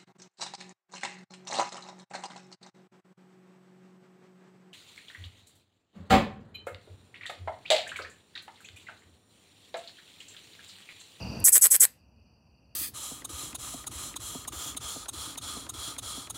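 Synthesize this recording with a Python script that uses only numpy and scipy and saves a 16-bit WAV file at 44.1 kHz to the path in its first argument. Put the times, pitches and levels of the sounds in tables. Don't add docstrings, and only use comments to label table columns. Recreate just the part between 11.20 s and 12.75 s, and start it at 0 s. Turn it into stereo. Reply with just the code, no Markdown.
import sys
import numpy as np
from scipy import signal
from scipy.fft import rfft, irfft, next_fast_len
from scipy.io import wavfile
from scipy.ndimage import uniform_filter1d, minimum_filter1d

SR = 44100
rng = np.random.default_rng(int(sys.argv[2]) if len(sys.argv) > 2 else 0)


def field_ratio(decibels):
    return 10 ** (np.asarray(decibels, dtype=float) / 20)


def wav_out(sig):
    wavfile.write(sys.argv[1], SR, np.round(np.clip(np.atleast_2d(sig).T, -1, 1) * 32767).astype(np.int16))


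N = 68355
TIME_S = np.arange(N) / SR
OPPOSITE = np.array([[1], [-1]])

# (time [s], gain [dB])
GAIN_CURVE = [
    (0, 1.5),
    (0.2403, 1),
    (0.2415, -19),
    (.293, -15.5),
    (0.299, -19),
    (.318, -18.5),
    (.323, -23.5),
    (.68, -27),
    (.76, -24.5),
    (1.55, -24.5),
]
# (frequency [Hz], level [dB], t60 [s], growth over the stroke [dB],
# left over right [dB], left lag [samples])
WING_MODES = [(7935, -17, 0.0083, -4, -2, -5), (8220, -23.5, 0.012, -6, -2, -5),
              (6400, -22, .003, -6.5, 0.5, -6), (9376, -21.5, .004, 15.5, -2, 10),
              (10950, -8.5, 0.0023, -3, -3.5, 9), (12265, -11, .002, 9, 1.5, 8),
              (13800, -15.5, .002, 1.5, -3.5, 8), (15300, -28.5, .002, 2, -6.5, 12.5),
              (4700, -32.5, 0.0018, 28, 0, -23), (3240, -32.5, 0.0014, 21, -4, -25),
              (1828, -31, 0.0021, 22.5, -7, -24.5), (1200, -39.5, .005, 18.5, -5.5, -26.5),
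              (550, -42, 0.0038, 17.5, -6, -20)]
BODY_TOP_HZ = 5000


def rms_one(x):
    return x / np.sqrt(np.mean(x ** 2) + 1e-20)


def at_hz(points, hz):
    table_hz, values = np.transpose(points)
    return np.interp(np.log(hz), np.log(table_hz + 1e-3), values)


def drift(rate_hz):
    r = np.exp(-2 * np.pi * rate_hz / SR)
    slow = signal.lfilter([1], [1, -2 * r, r * r], rng.standard_normal(N + SR))
    return rms_one(slow[SR:])


def band(x, low_hz, high_hz):
    return signal.sosfilt(signal.butter(2, [low_hz, high_hz], "band", fs=SR, output="sos"), x)


def rumble():
    # (frequency [Hz], density [dB per Hz])
    spectrum = [(42, -38), (62, -4.5), (165, -11.5), (215, -8.5), (330, -23), (670, -20.5), (1300, -29.5),
                (2200, -23)]
    # (frequency [Hz], left-right likeness [-1 to 1])
    likeness = [(60, 0.99), (240, 0.98), (950, 0.42), (3770, -0.03), (15000, -0.03)]
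    out = 0
    edges = 30 * 2 ** np.arange(0, 6.6, .5)
    white = rng.standard_normal((2, 2, N))
    for k, (low, high) in enumerate(zip(edges, edges[1:])):
        mid, side = band(white[k % 2], low, high)
        hz = np.sqrt(low * high)
        alike = np.clip(at_hz(likeness, hz), -1, 1)
        stereo = np.sqrt(1 + alike) * mid + np.sqrt(1 - alike) * side * OPPOSITE
        out = out + field_ratio(at_hz(spectrum, hz) + 0.5 * drift(24)) * stereo
    dulled = signal.sosfilt(signal.butter(4, 1250, fs=SR, output="sos"), out)
    return field_ratio(-38.5) * rms_one(dulled)


def drone():
    # (time [s], level [dB])
    swell = [
        (0, -56),
        (.7, -46.5),
        (.8, -42),
        (1.02, -37.5),
        (1.08, -47.5),
        (1.16, -46.5),
        (1.26, -47.5),
        (1.55, -44.5),
    ]
    center_hz, width_hz = 68.03, 23
    hum = band(rng.standard_normal(N), center_hz - width_hz / 2, center_hz + width_hz / 2)
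    return field_ratio(np.interp(TIME_S, *np.transpose(swell))) * rms_one(hum)


def crickets():
    # (frequency [Hz], width [Hz], level [dB], throb rate [Hz], throb depth [dB])
    choruses = [(2665, 503, -52.5, 35, 2), (4706, 560, -53, 40, 2.5), (5780, 660, -61, 30, 2)]
    hiss = band(rng.standard_normal((2, N)), 6000, 15900)
    out = field_ratio(-65) * rms_one(hiss)
    for hz, width_hz, db, rate_hz, throb_db in choruses:
        edges = hz - width_hz / 2, hz + width_hz / 2
        mid, side = band(band(rng.standard_normal((2, N)), *edges), *edges)
        out += field_ratio(db + throb_db * drift(rate_hz)) * rms_one(mid + 0.23 * side * OPPOSITE)
    return out


def air():
    level_db, sink_share = -58, .6
    gain_db = np.interp(TIME_S, *np.transpose(GAIN_CURVE))
    noise = band(rng.standard_normal((2, N)), 1500, 6200)
    return field_ratio(level_db + sink_share * gain_db) * rms_one(noise)


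def teeth():
    # (time [s], level [dB])
    ticks = [
        (0.1981, -35),
        (.2022, -24.5),
    ]
    # (first touch [s], full grip [s], last catch [s])
    strokes = [
        (.2418, .2525, .2908),
        (.3205, .328, .3785),
        (.4115, .4205, .4675),
        (.503, .511, .5625),
        (.598, .606, .6515),
    ]
    # (level [dB], body thump [dB])
    effort = [
        (29.6, -2),
        (30.5, 1.5),
        (29.9, 4),
        (26.9, 4),
        (31, 4.5),
    ]
    soft_gap_s, firm_gap_s, late_gap_s = .0012, .0019, .0023
    jitter_early, jitter_late = .07, .3
    catch_pause_s, rebound_s = .004, .0012
    tooth_spread_db, catch_db = 1.5, 3

    rows = [(s, db, 1.1, -30, *np.zeros(len(WING_MODES))) for s, db in ticks]
    for (touch, grip, catch), (db, thump_db) in zip(strokes, effort):
        chance = rng.standard_normal((60, 2 + len(WING_MODES)))
        for k, s in enumerate(np.arange(touch, grip - firm_gap_s, soft_gap_s)):
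            own = chance[-k - 3]
            soft_db = np.interp(s, [touch, grip], [-17, -7])
            late_s = jitter_early * soft_gap_s * own[0]
            rows.append((s + late_s, db + soft_db, .6, thump_db - 11.5, *own[2:]))
        s, k = grip, 0
        while s < catch - catch_pause_s:
            own = chance[k]
            done = (s - grip) / (catch - grip)
            rows.append((s, db + tooth_spread_db * own[1], done, thump_db, *own[2:]))
            gap_s = firm_gap_s + (late_gap_s - firm_gap_s) * done
            jitter = jitter_early + (jitter_late - jitter_early) * done
            s += gap_s * np.exp(jitter * own[0])
            k += 1
        end_db, end_thump_db = db + catch_db, thump_db - 13.5
        rows.append((catch, end_db, 1.2, end_thump_db, *chance[-1, 2:]))
        rows.append((catch + rebound_s, end_db - 6, 1.2, end_thump_db, *chance[-2, 2:]))
    return np.transpose(rows)


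def resonance(force, hz, t60):
    r, w = field_ratio(-60 / (t60 * SR)), 2 * np.pi * hz / SR
    ringing = signal.lfilter([0, np.sin(w)], [1, -2 * r * np.cos(w), r * r], force + 1e-18)
    return band(ringing, hz / 1.45, min(hz * 1.7, .45 * SR))


def delayed(x, lag):
    size = next_fast_len(N)
    turn = np.exp(-2j * np.pi * np.arange(size // 2 + 1) / size * lag)
    return irfft(rfft(x, size) * turn, size)[:N]


def katydid():
    mirror_delay_s, mirror_top_hz = .0004, 9000
    mode_spread_db, scrape_db, scrape_s = 2.0, -18, .0008
    s, db, done, thump_db, *chance = teeth()
    out = np.zeros((2, N))
    smear = np.exp(-np.arange(300) / (SR * scrape_s))
    for k, (mode, own) in enumerate(zip(WING_MODES, chance)):
        hz, level_db, t60, growth_db, pan_db, lag = mode
        in_body = hz < BODY_TOP_HZ
        at = ((s + mirror_delay_s * (hz < mirror_top_hz)) * SR).astype(int)
        hit_db = db + level_db + growth_db * (done - .5) + mode_spread_db * own + thump_db * in_body
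        hits = np.zeros(N)
        hits[at] = (-1) ** (k // 2) * field_ratio(hit_db)
        shared, apart = rng.standard_normal((2, N))
        rubbing = shared + (.3 + .5 * in_body) * apart * OPPOSITE
        force = hits + field_ratio(scrape_db) * np.convolve(hits, smear)[:N] * rubbing
        left, right = resonance(force, hz, t60)
        left = delayed(left, lag)
        out += [left * field_ratio(pan_db / 2), right * field_ratio(-pan_db / 2)]
    return out


def walls(x):
    near_delay_s, pan_db = .002, -2
    t = np.arange(SR // 2) / SR

    def tail(db, t60):
        noise = rng.standard_normal((2, len(t))) / np.sqrt(t60 * SR / np.log(1e6))
        return (t > near_delay_s) * field_ratio(db - 60 * t / t60) * noise

    bright = signal.lfilter(*signal.butter(1, 900, "high", fs=SR), x)
    dull = signal.sosfilt(signal.butter(6, 5700, fs=SR, output="sos"), x)
    wall_and_yard = tail(-12, .055) + tail(-28, .2)
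    echo = signal.fftconvolve(bright, wall_and_yard, axes=1)
    echo += signal.fftconvolve(dull, tail(-19, .25), axes=1)
    return echo[:, :N] * field_ratio(pan_db * OPPOSITE / 2)


def scene():
    night = rumble() + drone() + crickets() + air()
    song = katydid()
    return night + song + walls(song)


def roll_off(x):
    return signal.sosfilt(signal.butter(12, 16830, fs=SR, output="sos"), x)


def record(dry):
    ceiling = .95
    x = dry * field_ratio(np.interp(TIME_S, *np.transpose(GAIN_CURVE)))
    x = signal.sosfilt(signal.cheby2(20, 60, 16050, fs=SR, output="sos"), x)
    room = np.minimum(1, ceiling / (np.abs(x).max(axis=0) + 1e-9))
    held = minimum_filter1d(room, size=81)
    smooth = uniform_filter1d(uniform_filter1d(held, size=40), size=40)
    return roll_off(x * smooth)


dry = scene()
out = record(dry)
wav_out(out)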